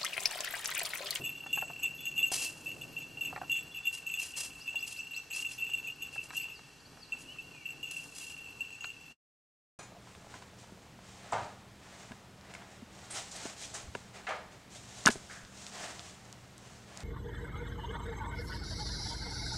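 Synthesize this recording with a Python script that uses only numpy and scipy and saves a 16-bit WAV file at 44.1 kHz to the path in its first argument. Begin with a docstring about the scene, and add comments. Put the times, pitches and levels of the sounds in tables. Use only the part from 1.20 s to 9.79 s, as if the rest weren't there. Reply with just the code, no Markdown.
"""Jingle bells shake on the collars of a small herd of goats walking a gravel drive, some way off.
Each step throws the pellets against the slit shells, which tick and ring; hooves crunch faintly.
Close by someone scuffs through grass, a few dry knocks sound, and a songbird whistles in the trees.
Underneath lie a low outdoor murmur, soft hiss and the faint whine of a camera motor; all fades at the end."""
import sys
import numpy as np
from scipy import signal
from scipy.fft import rfft, irfft, next_fast_len
from scipy.io import wavfile
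from scipy.ndimage import uniform_filter1d

SR = 44100
rng = np.random.default_rng(int(sys.argv[2]) if len(sys.argv) > 2 else 0)


def dump_mix(stems):
    """Bounce the given channels to the path in sys.argv[1] as a 16-bit WAV at rate SR."""
    frames = np.atleast_2d(stems).T  # one column per channel
    limited = np.clip(frames, -1, 1)  # hard clip at full scale
    pcm = np.round(limited * 32767).astype(np.int16)
    wavfile.write(sys.argv[1], SR, pcm)


N = 378800
TIME = np.arange(N) / SR
PADDED = next_fast_len(N, real=True)
FREQ = np.fft.rfftfreq(PADDED, 1 / SR)


def gain_of(db):
    """Decibels to amplitude."""
    return 10 ** (np.asarray(db) / 20)


def unit_rms(x):
    """Scales to an rms of one."""
    return x / np.sqrt(np.mean(x ** 2) + 1e-20)


def automation(rows):
    """Breakpoints in time, read at every sample."""
    return np.interp(TIME, *np.transpose(rows))


def eq_curve(points):
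    """EQ points read at every frequency, on a log axis."""
    hz, db = np.transpose(points)
    return np.interp(np.log(FREQ + 1), np.log(hz + 1), db)


def filtered(x, response):
    """Filters x with a response given at every frequency."""
    return irfft(rfft(x, PADDED) * response, PADDED)[..., :N]


def equalised(x, points):
    """Runs x through an EQ."""
    return filtered(x, gain_of(eq_curve(points)))


def noise_bed(points):
    """Equalised noise with an rms of one."""
    return unit_rms(equalised(rng.standard_normal(N), points))


def band_rms(x, low_hz, high_hz):
    """Rms of x within a band."""
    band = rfft(x, PADDED)[(FREQ > low_hz) & (FREQ < high_hz)]
    return np.sqrt(2 * np.sum(abs(band) ** 2) / (N * PADDED))


def wander(rate_hz):
    """A random LFO with an rms of one."""
    knots = rng.standard_normal(4000)
    return unit_rms(np.interp(TIME * 2 * rate_hz, np.arange(len(knots)), knots))


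def add(mix, start_s, sound):
    """Mixes a sound in at its cue."""
    part = mix[max(round(start_s * SR), 0):][:len(sound)]
    part += sound[:len(part)]


def attack(t, rise_s):
    """An exponential fade-in."""
    return 1 - np.exp(-t / rise_s)


def envelope(length, rise_s, fall_s):
    """Attack, hold and release of one event."""
    t = np.arange(0, length + 10 * fall_s, 1 / SR)
    return attack(t, rise_s) * np.exp(-np.maximum(t - length, 0) / fall_s)


def ring(t, hz, t60):
    """One mode, dying by 60 dB in t60 seconds."""
    return np.sin(2 * np.pi * hz * t) * np.exp(-np.log(1000) * t / t60)


# swells of dull rumble: (start [s], length [s], level [dB])
RUMBLE_SWELLS = [(0, 2.39, -65), (1.414, 0.22, -73), (5.947, 0.86, -68.5)]
# tone of the rumble: (frequency [Hz], gain [dB])
RUMBLE_EQ = [(60, -20), (110, -2), (150, 6), (210, -7), (280, 1), (450, -7), (620, -8.5), (1500, -29)]


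def rumble(thump_db=-51.5, thump_s=0.028):
    """Low noise opens with a brief thump, then swells slowly."""
    level = gain_of(thump_db) * np.exp(-TIME / thump_s)
    for start, length, db in RUMBLE_SWELLS:
        add(level, start, gain_of(db) * envelope(length, rise_s=0.058, fall_s=0.11))
    return level * noise_bed(RUMBLE_EQ)


# tone of the outdoor murmur and of the hiss: (frequency [Hz], gain [dB])
MURMUR_EQ = [(25, -9.5), (60, 1), (100, 1.5), (145, 5), (215, -3), (275, 2.5), (340, -5.5), (450, -2),
             (570, -10), (800, -7.5), (1100, -10), (1800, -19), (3000, -25.5)]
HISS_EQ = [(500, -8), (1500, 3), (4500, 2), (6000, -2.5), (8000, -3), (11000, -15), (13000, -23.5)]


def open_air(murmur_db=-66.5, hiss_db=-68, gust_db=1.35):
    """Murmur and rumble waver in light gusts under a steady hiss."""
    lows = gain_of(murmur_db) * noise_bed(MURMUR_EQ) + rumble()
    hiss = gain_of(hiss_db) * noise_bed(HISS_EQ)
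    return lows * gain_of(gust_db * wander(5.9)) + hiss


# partials of the camera motor: (frequency [Hz], relative level [dB])
MOTOR_PARTIALS = [(794, -82), (1498, -81), (1798, -84), (4195, -82.5), (4495, -80.5), (5394, -83),
                  (5695, -83), (5993, -80)]


def motor_whine(trim_db=-2, drift=0.00045):
    """Thin tones drift together with the motor's speed."""
    phase_per_hz = 2 * np.pi * np.cumsum(1 + drift * wander(6)) / SR
    return np.sqrt(2) * sum(gain_of(db + trim_db) * np.sin(hz * phase_per_hz) for hz, db in MOTOR_PARTIALS)


def ambience(width=0.28):
    """The stereo bed: motor and air in the centre, a second layer of air for width."""
    centre = motor_whine() + open_air()
    return centre + width * np.array([[1], [-1]]) * open_air()


def tree_echoes(x, wet_db, t60, per_s=2000):
    """The trees scatter sound back as a thin reverb tail."""
    t = TIME[:SR // 2]
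    reflections = rng.standard_normal(len(t)) * (rng.random(len(t)) < per_s / SR)
    tail = reflections * gain_of(-60 * t / t60) * (t > 0.004)
    return gain_of(wet_db) * signal.oaconvolve(x, tail / np.linalg.norm(tail))[:N]


# the bird's slurs, by note name: (length [s], first pitch [Hz], last pitch [Hz])
BIRD_SLURS = {"sweep": (.07, 3350, 7000), "fall": (.095, 5800, 3450), "chip": (.042, 4100, 5100),
              "low rise": (0.061, 2790, 3065), "low fall": (0.15, 2600, 2200)}
# loose calls around the song: (time [s], note name, relative level [dB])
BIRD_CALLS = [(1.678, "fall", -67), (4.895, "fall", -59), (5.197, "chip", -53.5), (5.319, "fall", -59),
              (5.585, "chip", -63), (5.645, "chip", -56.5), (5.778, "fall", -55.5),
              (6.075, "low rise", -47), (6.31, "low fall", -57.5)]


def songbird(song_start_s=3.386, step_s=0.1824, count=6, arch_db=3.5, flutter_db=4, trim_db=-7.5):
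    """A nearly pure, gliding whistle: a run of even sweeps, loudest midway, among looser calls."""
    out = np.zeros(N)
    song = [(song_start_s + k * step_s, "sweep", -54.5 + arch_db * np.sin(np.pi * k / (count - 1)))
            for k in range(count)]
    for start, note, db in song + BIRD_CALLS:
        length, first_hz, last_hz = BIRD_SLURS[note]
        hz = np.linspace(first_hz, last_hz, int(length * SR))
        whistle = np.sin(2 * np.pi * np.cumsum(hz) / SR) * signal.windows.tukey(len(hz), 0.7)
        add(out, start, gain_of(db + trim_db) * whistle)
    return out * gain_of(flutter_db * wander(60))


# dry knocks: (time [s], relative level [dB], brightness [dB])
KNOCK_HITS = [(0.263, -44, -4), (0.375, -38.5, -6.5), (0.424, -38, -11), (0.501, -45, -13.5),
              (1.118, -38, -18), (2.128, -42.5, -13.5), (2.162, -36.5, -1), (2.176, -40.5, -9.5),
              (2.215, -39, -8.5), (2.232, -44, -6.5), (3.544, -50.5, -11), (4.959, -46, -2.5),
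              (5.106, -39.5, 6), (5.133, -45, 5.5), (7.644, -35, 7.5)]
# their woody body: (frequency [Hz], gain [dB], t60 [s])
WOOD_MODES = [(475, -14, 0.011), (718, 0, 0.053), (800, 4, 0.034), (870, 4.5, 0.019), (1076, -2, 0.036),
              (1363, -4, 0.056), (1660, 3, 0.017), (2410, -4.5, 0.013), (3930, -14.5, .007)]


def knocks(trim_db=3, neutral_brightness_db=-8, scatter=0.068, rebound_s=0.0045, rebound_db=-5.5):
    """Short dull blows that rebound once; a harder contact favours the higher modes."""
    out, t = np.zeros(N), TIME[:SR // 10]
    for start, db, brightness_db in KNOCK_HITS:
        db_per_octave = brightness_db - neutral_brightness_db
        for delay, touch_db in ((0, 0), (rebound_s, rebound_db)):
            tunings = 1 + scatter * rng.standard_normal(len(WOOD_MODES))
            blow = np.zeros(len(t))
            for (hz, mode_db, t60), tuning in zip(WOOD_MODES, tunings):
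                gain = gain_of(mode_db + db_per_octave * np.log2(hz / 900))
                blow += gain * rng.choice([-1, 1]) * ring(t, hz * tuning, t60)
            add(out, start + delay, gain_of(db + trim_db + touch_db) * blow / abs(blow).max())
    return out


# feet pressing into grass close by: (start [s], length [s], relative level [dB])
GRASS_STEPS = [(1.113, 0.14, -43), (2.72, 0.03, -54), (2.987, 0.11, -53), (3.16, 0.1, -48),
               (3.658, 0.12, -58), (4.13, 0.088, -52), (4.288, 0.024, -55), (4.921, 0.015, -58),
               (5.016, .025, -63.5), (5.113, 0.072, -58), (5.982, 0.016, -59.5), (6.704, 0.29, -60.5),
               (6.944, 0.18, -57), (7.646, 0.027, -72)]


def tread_envelope(rise_s=0.0096, sag_db_per_s=29, spring_back_db=-15.5):
    """Each step lands, eases as the weight settles and lifts; the trodden grass springs back."""
    power = np.zeros(N)
    for start, length, db in GRASS_STEPS:
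        press = envelope(length, rise_s, fall_s=0.035)
        press *= gain_of(db - sag_db_per_s * TIME[:len(press)])
        spring_back = gain_of(db + spring_back_db) * envelope(length, rise_s, fall_s=0.22)
        add(power, start, press ** 2)
        add(power, start, spring_back ** 2)
    return np.sqrt(power)


# tone of crushed grass: (frequency [Hz], gain [dB])
GRASS_EQ = [(200, -14.5), (700, -7.5), (1500, -10), (2800, -0.5), (4300, 1), (6000, 2.5), (8000, 3),
            (10000, 0.5), (13000, -12.5)]


def grass_scuffs(cracks_per_s=3500, spread_db=3, clump_db=2.5, tuft_db=1.6, trim_db=-4):
    """Clumps of tiny cracks and a noisy swish as grass is pressed and brushed."""
    cracks = (rng.random(N) < cracks_per_s / SR) * rng.standard_normal(N)
    cracks *= gain_of(spread_db * np.minimum(rng.exponential(1, N), 4))
    swish = 2.6 * rng.standard_normal(N)
    clumps = gain_of(clump_db * wander(70) + tuft_db * wander(14))
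    rustle = equalised((unit_rms(cracks) + swish) * clumps, GRASS_EQ)
    return rustle / band_rms(rustle, 8400, 11600) * tread_envelope() * gain_of(trim_db)


# the loudest stalks breaking: (time [s], relative level [dB])
STALK_SNAPS = [(1.1304, -29.5), (1.1435, -20.5), (1.1643, -18.5), (1.2588, -28.5), (3.0168, -30),
               (3.0595, -33), (3.175, -29.5), (4.2031, -29), (6.7124, -28.5)]


def stalk_snaps(trim_db=-10, decay_s=0.0014):
    """Stalks snap underfoot in short, crisp bursts of noise."""
    out, t = np.zeros(N), TIME[:SR // 20]
    for start, db in STALK_SNAPS:
        add(out, start, gain_of(db + trim_db) * rng.standard_normal(len(t)) * np.exp(-t / decay_s))
    return equalised(out, GRASS_EQ)


# tone of distant gravel: (frequency [Hz], gain [dB])
GRAVEL_EQ = [(200, -13.5), (800, 4), (1600, 0), (3000, -10), (8000, -29.5)]


def hooves(per_s=30, level_db=-76, spread_db=3, decay_s=0.0049):
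    """Many faint footfalls, each a brief crunch of gravel."""
    t = TIME[:SR // 20]
    steps = (rng.random(N) < per_s / SR) * gain_of(spread_db * np.minimum(rng.exponential(1, N), 3))
    crunch = signal.oaconvolve(steps, np.exp(-t / decay_s))[:N] * rng.standard_normal(N)
    return gain_of(level_db) * unit_rms(equalised(crunch, GRAVEL_EQ))


# pings of the one higher bell: (time [s], level [dB])
HIGH_BELL_HITS = [(.27, -56), (.78, -51.5), (.97, -48), (2.312, -48.5), (2.513, -55), (2.63, -54),
                  (2.93, -67), (3.56, -56.5)]


def high_bell(hz=3435, t60=0.38, detune=0.0034):
    """A bell of a different make rings higher and longer, in a single clear mode."""
    out, t = np.zeros(N), TIME[:SR // 2]
    for start, db in HIGH_BELL_HITS:
        ping = ring(t, hz * (1 + detune * rng.standard_normal()), t60)
        add(out, start, gain_of(db) * ping * attack(t, 0.0061))
    return out


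# upper modes of a bell's shell: (frequency [Hz], gain [dB], t60 [s])
SHIMMER_MODES = [(3464, -9, .2), (6650, -7, 0.22), (6740, -4, 0.043), (7712, -2, 0.15), (7800, -3.5, 0.091),
                 (12040, -14.5, .1), (12470, -4, 0.12), (12620, -9.5, 0.07), (13442, -23, 0.09)]


def shimmer(t, spread_db, detune=0.0025):
    """Where the pellet lands decides how much each upper mode gets."""
    luck = rng.standard_normal((len(SHIMMER_MODES), 2))
    return sum(gain_of(db + spread_db * louder) * ring(t, hz * (1 + detune * sharper), t60)
               for (hz, db, t60), (louder, sharper) in zip(SHIMMER_MODES, luck))


def pellet_tick(t, decay_s):
    """The bright transient of pellet meeting shell."""
    return np.diff(rng.standard_normal(len(t) + 1)) * np.exp(-t / decay_s)


# the herd's light tinkle between shakes: (time [s], relative level [dB])
TINKLE_FLOOR = [(0, -48.5), (1.1, -48.5), (1.4, -58), (2.8, -54), (3.3, -53.5), (4.05, -62), (5.3, -55.5),
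                (5.7, -73), (6.1, -57.5), (7.9, -57)]
# a goat's step shakes its bell: (start [s], length [s], relative level [dB])
BELL_SHAKES = [(0.035, 0.059, -36.5), (0.327, 0.08, -36), (0.626, 0.037, -32), (0.85, 0.038, -36),
               (0.959, .13, -37.5), (1.171, 0.11, -40), (1.461, 0.058, -42), (1.612, 0.007, -39),
               (1.753, 0.088, -45.5), (2.007, .08, -39.5), (2.29, 0.095, -35), (2.542, 0.047, -41.5),
               (2.644, 0.029, -40), (2.743, 0.037, -45), (2.863, .16, -40.5), (3.13, 0.11, -46.5),
               (3.453, 0.2, -46.5), (3.659, 0.22, -48), (3.902, 0.097, -43.5), (4.101, 0.2, -40),
               (4.376, 0.224, -41), (4.634, 0.077, -42), (4.793, .08, -46.5), (4.925, 0.095, -46.5),
               (5.145, 0.11, -40.5), (5.277, 0.056, -48.5), (5.952, 0.044, -52), (6.453, 0.053, -42.5),
               (6.628, .19, -45), (7.0, 0.3, -49.5), (7.394, 0.16, -49.5), (7.6, .1, -44)]


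def shake_envelope(trim_db=-1.5):
    """Each step sets the bells rattling at once; they settle quickly to a light tinkle."""
    power = gain_of(automation(TINKLE_FLOOR)) ** 2
    for start, length, db in BELL_SHAKES:
        shake = gain_of(db + trim_db) * envelope(length, rise_s=0.0058, fall_s=0.021)
        add(power, start, shake ** 2)
    return np.sqrt(power)


# the collar bells: (pitch [Hz])
BELL_PITCHES = [2668, 2738, 2765]


def bell_rattle(hits_per_s=52, t60=0.13, detune=0.015, spread_db=3, spot_count=36, trim_db=-4.5):
    """Pellets roll and bounce in each bell; the pitch shifts a little with the spot that they hit."""
    out, t = np.zeros(N), TIME[:SR // 8]
    for hz in BELL_PITCHES:
        spots = []
        for _ in range(spot_count):
            body = ring(t, hz * (1 + detune * rng.standard_normal()), t60) * attack(t, 0.00027)
            top = gain_of(-22) * shimmer(t, spread_db=6) + gain_of(-33) * pellet_tick(t, 0.0023)
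            spots.append(body + top)
        strength = gain_of(spread_db * rng.standard_normal(N))
        for at in np.flatnonzero(rng.random(N) < hits_per_s / SR):
            add(out, at / SR, strength[at] * spots[at % spot_count])
    # level the rattle so that the shakes set its dynamics
    running_rms = np.sqrt(abs(uniform_filter1d(out ** 2, size=1500)) + 0.0014)
    return out / running_rms * shake_envelope() * gain_of(trim_db)


# close modes from the halves of the slit shell: (pitch ratio, gain [dB])
SHELL_MODES = [(1.0, 4.5), (.972, -11), (1.022, -11.5)]
# the hardest pellet hits: (time [s], relative body level [dB], pitch [Hz], relative top level [dB])
BELL_HITS = [(0.046, -32, 2643, -50), (0.102, -34, 2700, -55), (0.329, -23.5, 2780, -41),
             (0.412, -33.5, 2710, -55), (0.632, -33, 2766, -42), (0.855, -31.5, 2790, -44),
             (0.978, -22, 2770, -40.5), (1.029, -19.5, 2777, -44), (1.459, -35, 2666, -57),
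             (1.612, -35, 2757, -53), (1.765, -30, 2722, -74), (1.972, -35.5, 2770, -69),
             (2.009, -29, 2750, -50), (2.051, -28, 2773, -58.5), (2.297, -27.5, 2750, -54.5),
             (2.317, -23, 2750, -40), (2.654, -32, 2730, -53), (2.67, -21.5, 2742, -44),
             (2.727, -33.5, 2750, -52), (2.866, -31, 2690, -48.5), (2.939, -31.5, 2744, -40.5),
             (2.986, -28.5, 2746, -55), (3.477, -29.5, 2660, -54), (3.556, -25, 2758, -46),
             (3.626, -30, 2740, -50), (3.79, -32, 2656, -55), (3.964, -33, 2700, -50),
             (4.253, -30, 2730, -51), (4.422, -26.5, 2715, -76), (4.535, -24, 2752, -48),
             (4.673, -33, 2570, -51.5), (4.821, -32, 2760, -47.5), (4.979, -30.5, 2663, -70),
             (5.166, -30, 2784, -41.5), (5.921, -27.5, 2704, -55), (6.185, -35, 2673, -61),
             (6.455, -32, 2733, -64), (6.629, -31.5, 2816, -51), (6.766, -37.5, 2723, -61),
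             (7.406, -29, 2730, -54)]


def bell_strikes(t60=0.076, body_trim_db=-4, top_trim_db=-6):
    """A pellet hits the shell hard: a bright tick, then the ring swells and dies."""
    out, t = np.zeros(N), TIME[:SR // 6]
    for start, body_db, hz, top_db in BELL_HITS:
        body = sum(gain_of(db) * ring(t, hz * ratio, t60) for ratio, db in SHELL_MODES)
        top = shimmer(t, spread_db=4) + gain_of(-10) * pellet_tick(t, 0.0054)
        add(out, start, gain_of(body_db + body_trim_db) * body * attack(t, 0.0044))
        add(out, start, gain_of(top_db + top_trim_db) * top * attack(t, 0.0004))
    return out


def receding(bells, shelf_hz=10190, start_db=5, loss_db_per_s=1.2):
    """A falling high shelf: the bells' sparkle dulls as the goats walk away."""
    sparkle = filtered(bells, 1 / (1 + (shelf_hz / (FREQ + 1)) ** 12))
    return bells + sparkle * (gain_of(start_db - loss_db_per_s * TIME) - 1)


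# stereo width: (frequency [Hz], side minus mid [dB])
WIDTH_EQ = [(100, -20), (1000, -14.5), (2700, -26.5), (5000, -12.5), (12000, -7)]
# stereo balance: (frequency [Hz], left minus right [dB])
PAN_EQ = [(100, 2.5), (500, -2.5), (1500, -0.5), (2750, 0.45), (5000, 2.5), (8000, 1.6), (12000, -1.5)]


def scene():
    """All sources reach a close pair of microphones; echoes and near rustle differ between the two."""
    bells = receding(bell_strikes() + high_bell() + bell_rattle())
    far = bells + knocks() + hooves()
    bird = songbird()
    echoes = np.array([tree_echoes(far, wet_db=-20.5, t60=0.24) + tree_echoes(bird, wet_db=-6, t60=0.51)
                       for _ in range(2)])
    mid = far + bird + grass_scuffs() + stalk_snaps()
    # a quarter-cycle shift: off-centre sound reaches one microphone slightly before the other
    side = filtered(mid, -1j * gain_of(eq_curve(WIDTH_EQ))) + gain_of(-17.5) * grass_scuffs()
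    pan = gain_of(eq_curve(PAN_EQ) / 2)
    direct = np.array([filtered(mid + side, pan), filtered(mid - side, 1 / pan)])
    return direct + echoes + ambience()


# the camera's dead bands: (centre [Hz], half width [Hz], depth [dB])
DEAD_BANDS = [(2035, 54, 20), (3676, 102, 30.5)]
# master fader, held up until the fade-out: (time [s], gain [dB])
MASTER_FADER = [(7.92, 6.5), (7.95, -23.5), (8.0, -75)]


def record(dry, cutoff_hz=13650):
    """The master chain: two narrow notches, the fader and a steep low-pass."""
    dip_db = sum(depth * np.exp(-((FREQ - hz) / width) ** 4) for hz, width, depth in DEAD_BANDS)
    faded = filtered(dry, gain_of(-dip_db)) * gain_of(automation(MASTER_FADER))
    low_pass = signal.firwin(301, cutoff_hz, window=("kaiser", 9), fs=SR)
    return signal.oaconvolve(faded, low_pass[None], "same")


dry = scene()
out = record(dry)
dump_mix(out)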